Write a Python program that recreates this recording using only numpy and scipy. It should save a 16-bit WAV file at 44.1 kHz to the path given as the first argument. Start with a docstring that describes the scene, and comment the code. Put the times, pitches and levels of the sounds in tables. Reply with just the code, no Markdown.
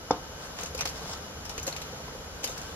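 """Dough balls into simmering sauce

A plate knocks a pot once, as a sum of fading tones with echoes and a noisy room tail. Grainy noise makes
the dough balls rustle and fingertips scuff. Three handfuls of balls drop in: wet ticks are bursts of noise
with tiny pings, plops and bubbles are short fading tones. Underneath, shaped noise is the burner's hum and
the simmer's hiss, with murmuring bubbles. Close up in a kitchen: bass centred, treble very wide."""
import sys
import numpy as np
from scipy import signal
from scipy.fft import rfft, irfft, next_fast_len
from scipy.io import wavfile
from scipy.ndimage import map_coordinates

SR = 44100
rng = np.random.default_rng(int(sys.argv[2]) if len(sys.argv) > 2 else 0)


def pcm_store(signal):
    """Save signal as 16-bit PCM."""
    levels = np.round(np.clip(np.atleast_2d(signal), -1, 1) * 32767)
    wavfile.write(sys.argv[1], SR, levels.astype(np.int16).T)


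N = 121275  # length in samples

# All the "t60" times below are how long a sound takes to fade by 60 dB.
# How wide the sound is. Each row: pitch in Hz, sides over centre in dB.
WIDTH = [(60, -39), (110, -23), (200, -9.5), (700, -7), (1290, -3), (2380, 3), (4400, 3.5), (8120, 9.5),
         (15000, 4)]
# Left-right balance of the pot. Each row: pitch in Hz, left over right in dB.
LEAN = [(950, 0), (1890, -1.5), (3770, 2), (7520, 4), (15000, -2)]
TOP_HZ = 15900  # nothing sounds above this

# Colour of the burner's hum. Each row: pitch in Hz, relative level in dB.
BURNER_COLOUR = [(12, -30), (20, -8), (74, 4), (119, -5), (152, 0), (203, -6.5), (296, -6), (371, -13.5),
                 (440, -3.5), (560, -12.5), (880, -81)]
# Loudness of the hum. Each row: time in seconds, level in dB.
BURNER_LEVEL = [(.3, -46.5), (.6, -45), (1.05, -44.5), (1.9, -46), (2.75, -45)]
# Colour of the simmer's hiss. 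Each row: pitch in Hz, relative level in dB.
SIMMER_COLOUR = [(210, -30), (400, -10), (540, -2.5), (841, -6), (1380, -9.5), (2690, -19.5), (2960, -16.5),
                 (6900, -19.5), (8760, -45), (9640, -28.5), (12000, -23), (14600, -42), (15800, -94)]
# Loudness of the simmer. Each row: time in seconds, level in dB.
SIMMER_LEVEL = [(0, -48.5), (.3, -48), (.6, -46.5), (1.1, -45), (1.35, -47.5), (1.8, -45), (2.3, -48),
                (2.75, -47)]
# The pot's resonances. Each row: pitch in Hz, width in Hz, relative level in dB.
POT_RESONANCES = [(524, 10, -3.5), (706, 9.2, -19), (897, 7.9, -0.5), (1309, 21, 0.5), (1437, 12, -2),
                  (1553, 4.5, 4), (2456, 13, -7.5), (2938, 30.5, -6), (5100, 14.6, -6)]
POT_DB = -54.5

# Simmer bubbles: average rate, typical level, middle pitch, spread of its natural log, fading time
BURBLE_PER_S, BURBLE_DB, BURBLE_HZ, BURBLE_SCATTER, BURBLE_T60_S = 34, -58.5, 473, 0.36, 0.019

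KNOCK_S, KNOCK_DB = .1079, -12  # time and overall level of the plate's knock
KNOCK_LOW_HZ = 140  # the knock carries little bass below this
# The plate's dull body. Each row: pitch in Hz, relative level in dB, t60 in seconds.
THUD = [(300, -8, 0.046), (488, 0, 0.039), (790, 4.5, 0.014), (840, -3.5, 0.02), (1240, -14, 0.07)]
# The pot's short metallic ring. Each row: pitch in Hz, relative level in dB, t60 in seconds.
METAL = [(2200, -21, 0.026), (3540, -22.5, 0.061), (4590, -25, .05), (5360, -13.5, 0.023),
         (5700, -24.5, 0.047), (6700, -22, 0.031)]
METAL_LAG_S = .0015
# The pot's wall humming on. Each row: pitch in Hz, relative level in dB.
AFTER_RING = [(163, -25), (300, -23.5), (447, -24), (516, -19.5), (708, -20.5), (761, -26), (898, -20.5),
              (1041, -27)]
AFTER_RING_T60_S = 0.25
# Stove and walls answering the knock. Each row: delay in seconds, relative level in dB.
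WALLS = [(.0053, -19), (0.0147, -21), (.0205, -24), (0.0353, -31)]
# Colour of the noisy tail of knock and plops. Each row: pitch in Hz, relative level in dB.
ROOM_COLOUR = [(80, -28), (170, -15), (280, 15.5), (500, -3), (900, 5), (1300, 3), (1900, -11), (6000, -14),
               (9000, -79)]

# Balls rustling on the plate. Each row: middle in seconds, half-length in seconds, level in dB.
RUSTLES = [(0.442, 0.047, -48), (0.622, 0.052, -44.5), (0.999, 0.071, -50.5), (1.12, 0.054, -45),
           (1.515, 0.031, -48.5), (2.572, 0.22, -48)]
# Colour of the rustling. Each row: pitch in Hz, relative level in dB.
RUSTLE_COLOUR = [(120, -24), (200, -8), (419, -22), (624, -2), (1540, -4.5), (1750, -13), (5260, -13.5),
                 (15000, -34.5)]
# Fingertips scuffing. Each row: middle in seconds, half-length in seconds, level in dB.
SCUFFS = [(.972, 0.019, -53), (1.08, .04, -53), (1.13, 0.022, -46)]
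# Colour of the scuffing. Each row: pitch in Hz, relative level in dB.
SCUFF_COLOUR = [(2700, -27), (3500, -0.5), (3900, -9), (5300, 0), (5900, -10), (6700, -8), (9000, -25)]
SCUFF_ROUGH_DB, SLIPS_PER_S = 4, 140  # how much the scuff's level jitters, and how fast

# Wet ticks, and one dull knock at 2.08 s. Each row: start in seconds, level in dB before SPLAT_DB,
# tail t60 in seconds, tilt in dB per octave, strongest resonance in Hz.
SPLATS = [(0.5874, -28, .05, -2, 5400), (0.5962, -35.5, 0.11, 0, 2470), (.610, -36, 0.038, 11, 6600),
          (.6338, -29.5, .04, 5.5, 6300), (0.66, -35.5, 0.1, 2.5, 6370), (0.7485, -33, 0.053, 4.5, 4750),
          (0.7776, -33, .07, 5, 5200), (.7905, -28.5, .089, 0.5, 2480), (0.8086, -20.5, 0.053, 1, 5900),
          (0.8211, -27, 0.028, -2, 5800), (0.8551, -21, 0.058, 1, 4260), (.874, -30.5, .06, 4, 4560),
          (0.8892, -34, 0.092, 5, 5150), (1.4529, -36, 0.097, 3, 5500), (1.494, -33, .089, 4, 5400),
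          (1.579, -26.5, 0.032, 2.5, 6530), (1.595, -38.5, .05, 6, 4400), (1.6293, -34.5, 0.085, 10, 6250),
          (1.6672, -31, 0.18, 6, 4200), (1.678, -26, 0.091, 0, 6540), (1.727, -33.5, 0.046, 1.5, 4230),
          (1.7636, -31, 0.1, 1, 2440), (1.8177, -32, 0.055, 3.5, 3980), (2.080, -30.5, .035, -4.5, 2000),
          (2.434, -33.5, 0.11, 3, 3100), (2.4412, -23.5, 0.034, 4, 6660), (2.4447, -26, 0.088, 6, 4900),
          (2.4742, -32, 0.088, 3.5, 3600), (2.493, -38, 0.19, 7, 6370), (2.5779, -34.5, .06, 5, 5270),
          (2.6154, -37, .042, 4, 6600)]
# Colour shared by the rows above. Each row: pitch in Hz, relative level in dB.
SPLAT_COLOUR = [(350, -9), (678, 2), (1690, -8), (2470, -6), (3380, -11), (5820, -9.5), (7140, -12.5),
                (8400, -24), (13000, -18), (15500, -68)]
SPLAT_DB, SPLAT_LOW_HZ = -8, 252  # overall level; little bass is left below this
CRACK_DB, CRACK_T60_S = -16, 0.0073  # first crack, beside the longer tail
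RIPPLE_DB, TILT_HZ = 1, 3500  # unevenness of each hit's colour; pivot of its tilt
RESONANCE_DB, RESONANCE_OCTAVES = 10, 0.059  # height and half-width of each hit's resonance
SPRAY_DB, SPRAY_T60_S, SPRAY_PER_S = -12, 0.16, 640  # spray under each hit, and its droplet rate
DROPLET_HZ, DROPLET_SCATTER = 4300, 0.41  # middle pitch, spread of its natural log
DROPLET_CYCLES = 13.7  # fading time of a droplet, in cycles of its pitch

# Plops in the pot's hollow. Each row: start in seconds, level in dB before PLOP_DB, pitch in Hz.
PLOPS = [(.632, -30.5, 514), (.7482, -26.5, 511), (.808, -32.5, 457), (.854, -30.5, 515),
         (1.015, -30.5, 455), (1.578, -32.5, 443), (1.6695, -32, 500), (1.675, -22, 529), (1.932, -32, 493),
         (2.002, -31, 505), (2.082, -34.5, 455), (2.15, -31, 514), (2.441, -28.5, 497), (2.495, -30, 508)]
PLOP_DB, PLOP_T60_S, PLOP_RISE_S = -1.5, 0.055, 0.0014
# Colour of the sauce's low heave. 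Each row: pitch in Hz, relative level in dB.
SLOSH_COLOUR = [(35, -37), (70, 6), (115, -13), (160, -1.5), (260, -27), (500, -50)]
SLOSH_DB, SLOSH_T60_S = -16.5, 0.26

# Balls bumping softly on the plate. Each row: start in seconds, level in dB, pitch in Hz.
BUMPS = [(1.019, -39.5, 710), (1.054, -40, 680), (1.094, -33.5, 670), (1.101, -38.5, 1040),
         (2.082, -36.5, 1000)]
BUMP_T60_S = 0.043

# Ringing bubbles. Each row: start in seconds, level in dB, first pitch in Hz,
# climb in Hz per second, t60 in seconds.
BUBBLES = [(1.7264, -18.5, 4250, 15000, 0.008), (2.458, -37, 3040, 9100, 0.084),
           (2.474, -43, 3480, 9000, 0.053), (2.488, -40, 3630, 9000, 0.067)]


def amp(db):
    """Turn decibels into a gain."""
    return 10 ** (np.asarray(db) / 20)


def unit(x):
    """Scale to an average strength (rms) of 1."""
    return x / np.sqrt(np.mean(x ** 2) + 1e-20)


def along(points, hz):
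    """Read a curve of (Hz, value) points, with pitch on a log axis."""
    point_hz, values = np.transpose(points)
    return np.interp(np.log(hz + 1), np.log(point_hz + 1), values)


def filtered(x, response):
    """Multiply each frequency of x by the response there."""
    n = x.shape[-1]
    m = next_fast_len(n + SR // 4)  # room for the filter's tail
    return irfft(rfft(x, m) * response(np.fft.rfftfreq(m, 1 / SR)), m)[..., :n]


def coloured(x, colour):
    """Shape x with a colour table, at rms 1."""
    return unit(filtered(x, lambda hz: amp(along(colour, hz))))


def low_cut(x, hz):
    """Weaken the bass below hz."""
    return signal.sosfilt(signal.butter(2, hz, "high", fs=SR, output="sos"), x)


def spread(pair):
    """Use one signal as centre and the other as sides, giving left and right."""
    mid = pair[0]
    side = filtered(pair[1], lambda hz: amp(along(WIDTH, hz)))
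    return np.array([mid + side, mid - side])


def fade(t, t60):
    """Die away smoothly, losing 60 dB in t60 seconds."""
    return np.exp(-np.log(1000) * t / t60)


def rise(t, rise_s):
    """Swell quickly from silence, so that a sound starts without a click."""
    return 1 - np.exp(-t / rise_s)


def crackle(n, per_s):
    """Two trains of random tiny impulses, at rms 1."""
    hits = rng.standard_normal((2, n)) * (rng.random((2, n)) < per_s / SR)
    return unit(hits)


def add(out, s, x):
    """Mix x into out at time s."""
    i = round(s * SR)
    out[:, i:i + x.shape[-1]] += x[..., :N - i]


def stove(fizz_db=-9, fizz_per_s=500):
    """Burner hum and simmer hiss are shaped noise; more noise through resonances is the pot's hollow."""
    def level(rows):
        return amp(np.interp(np.arange(N) / SR, *np.transpose(rows)))

    def hollow(f):
        return sum(amp(db) * 1j * f * w / (c * c - f * f + 1j * f * w) for c, w, db in POT_RESONANCES)

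    hum = level(BURNER_LEVEL) * coloured(rng.standard_normal((2, N)), BURNER_COLOUR)
    fizz = rng.standard_normal((2, N)) + amp(fizz_db) * crackle(N, fizz_per_s)
    simmer = level(SIMMER_LEVEL) * coloured(fizz, SIMMER_COLOUR)
    pot = amp(POT_DB) * unit(filtered(rng.standard_normal((2, N)), hollow))
    return spread(hum + simmer + pot)


def burbles(count=90, size_db=3, rise_s=0.0016, climb_per_s=2):
    """Small simmer bubbles murmur at random times, as short tones that climb a little in pitch."""
    out, t = np.zeros((2, N)), np.arange(SR // 10) / SR
    times = np.cumsum(rng.exponential(size=count)) / BURBLE_PER_S
    for s, (pitch, size) in zip(times, rng.standard_normal((count, 2))):
        if s < (N - 1) / SR:
            hz = BURBLE_HZ * np.exp(BURBLE_SCATTER * pitch)
            cycles = hz * t * (1 + climb_per_s * t / 2)
            tone = np.sin(2 * np.pi * cycles) * fade(t, BURBLE_T60_S) * rise(t, rise_s)
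            add(out, s, amp(BURBLE_DB + size_db * size) * tone)
    return out


def knock(rise_s=0.00049, room_db=-22, room_t60=0.34, room_rise_s=0.0016, lean_db=1, metal_side_db=3):
    """The plate bumps the pot: fading tones make thud and metal ring, copies and noise the kitchen's answer."""
    out, t = np.zeros((2, N)), np.arange(SR // 2) / SR

    def ring(modes):
        tones = sum(amp(db) * fade(t, t60) * np.sin(2 * np.pi * hz * t) for hz, db, t60 in modes)
        return tones * rise(t, rise_s)

    room = spread(coloured(rng.standard_normal((2, len(t))), ROOM_COLOUR))
    room = room * fade(t, room_t60) * rise(t, room_rise_s)
    wall_hum = [(hz, db, AFTER_RING_T60_S) for hz, db in AFTER_RING]
    body = ring(THUD + wall_hum) * amp(lean_db * np.array([[-.5], [.5]]))  # a little to the right
    add(out, KNOCK_S, body + amp(room_db) * room)
    for delay_s, db in WALLS:
        add(out, KNOCK_S + delay_s, amp(db) * ring(THUD + METAL))
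    metal_gains = 1 + amp(metal_side_db) * np.array([[1], [-1]])  # stronger left, flipped right
    add(out, KNOCK_S + METAL_LAG_S, ring(METAL) * metal_gains)
    return amp(KNOCK_DB) * low_cut(out, KNOCK_LOW_HZ)


def fingers(grains_per_s=3200):
    """Dough balls shuffle in soft grainy swells; fingertips stick and slip, as grains of jittering level."""
    t = np.arange(N) / SR

    def swells(rows):
        return sum(amp(db) * np.exp(-((t - s) / half) ** 2) for s, half, db in rows)

    def grains(colour):
        return coloured(crackle(N, grains_per_s), colour)

    jitter = map_coordinates(rng.standard_normal(SR // 20), [t * SLIPS_PER_S])
    slips = unit(amp(SCUFF_ROUGH_DB * jitter))
    rustle = swells(RUSTLES) * grains(RUSTLE_COLOUR)
    scuff = swells(SCUFFS) * slips * grains(SCUFF_COLOUR)
    return spread(rustle + scuff)


def droplets(n):
    """Spray is a train of tiny damped pings, each at its own pitch, at rms 1."""
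    t = np.arange(SR // 100) / SR
    pitch, size = rng.standard_normal((2, SR // 100, 1))
    starts = np.cumsum(rng.exponential(size=pitch.shape), axis=0) * SR / SPRAY_PER_S
    at = starts.astype(int) + np.arange(len(t))
    hz = np.minimum(DROPLET_HZ * np.exp(DROPLET_SCATTER * pitch), TOP_HZ)
    pings = size * np.sin(2 * np.pi * hz * t) * fade(t, DROPLET_CYCLES / hz)
    return unit(np.bincount(at.ravel(), pings.ravel(), n)[:n])


def splats(knots_per_octave=6):
    """Balls slap the sauce, and one knock sounds dull: noise with crack, tail and spray, each its own colour."""
    out, t = np.zeros((2, N)), np.arange(SR // 4) / SR
    for s, db, t60, tilt_db, peak_hz in SPLATS:
        burst_shape = amp(CRACK_DB) * fade(t, CRACK_T60_S) + fade(t, t60)
        burst = rng.standard_normal((2, len(t))) * burst_shape
        spray = amp(SPRAY_DB) * droplets(2 * len(t)).reshape(2, -1) * fade(t, SPRAY_T60_S)
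        knots = rng.standard_normal(SR // 100)

        def hit_colour(hz):
            ripple = RIPPLE_DB * map_coordinates(knots, [knots_per_octave * np.log2(hz + 1)])
            tilt = tilt_db * np.log2(np.maximum(hz / TILT_HZ, 1 / 10))
            octaves_away = np.log2((hz + 1) / peak_hz)
            peak = RESONANCE_DB / (1 + (octaves_away / RESONANCE_OCTAVES) ** 2)
            return unit(amp(along(SPLAT_COLOUR, hz) + ripple + tilt + peak))

        add(out, s, amp(db + SPLAT_DB) * filtered(burst + spray, hit_colour))
    return spread(low_cut(out, SPLAT_LOW_HZ))


def plops(room_db=-15, room_t60=0.095):
    """The hollow of the pot rings as a short tone, with a dull noisy wash and a low heave of the sauce."""
    out, t = np.zeros((2, N)), np.arange(SR // 4) / SR
    for s, db, hz in PLOPS:
        tone = np.sin(2 * np.pi * hz * t) * fade(t, PLOP_T60_S)
        wash = spread(coloured(rng.standard_normal((2, len(t))), ROOM_COLOUR)) * fade(t, room_t60)
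        heave = coloured(rng.standard_normal(len(t)), SLOSH_COLOUR) * fade(t, SLOSH_T60_S)
        plop = tone + amp(room_db) * wash + amp(SLOSH_DB) * heave
        add(out, s, amp(db + PLOP_DB) * plop * rise(t, PLOP_RISE_S))
    return out


def bumps():
    """Soft dough meets the plate: a dull tone that dies quickly."""
    out, t = np.zeros((2, N)), np.arange(SR // 8) / SR
    for s, db, hz in BUMPS:
        add(out, s, amp(db) * np.sin(2 * np.pi * hz * t) * fade(t, BUMP_T60_S))
    return out


def bubbles(rise_s=0.00077, right_db=-6):
    """Trapped air rings and climbs in pitch as it reaches the surface, louder on the left."""
    out, t = np.zeros((2, N)), np.arange(SR // 8) / SR
    for s, db, hz, climb, t60 in BUBBLES:
        cycles = (hz + climb * t / 2) * t
        tone = np.sin(2 * np.pi * cycles) * fade(t, t60) * rise(t, rise_s)
        add(out, s, amp(db) * tone * amp([[0], [right_db]]))
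    return out


def scene():
    """Mix all layers; all but the plate's knock and the ringing bubbles get the left-right lean."""
    pot = splats() + plops() + burbles() + bumps() + fingers() + stove()
    halves = np.array([[.5], [-.5]])  # half the lean up on the left, half down on the right
    leaning = filtered(pot, lambda hz: amp(along(LEAN, hz) * halves))
    return knock() + bubbles() + leaning


def record(dry):
    """Keep only what lies below the upper band limit."""
    return filtered(dry, lambda hz: hz < TOP_HZ)


dry = scene()
out = record(dry)
pcm_store(out)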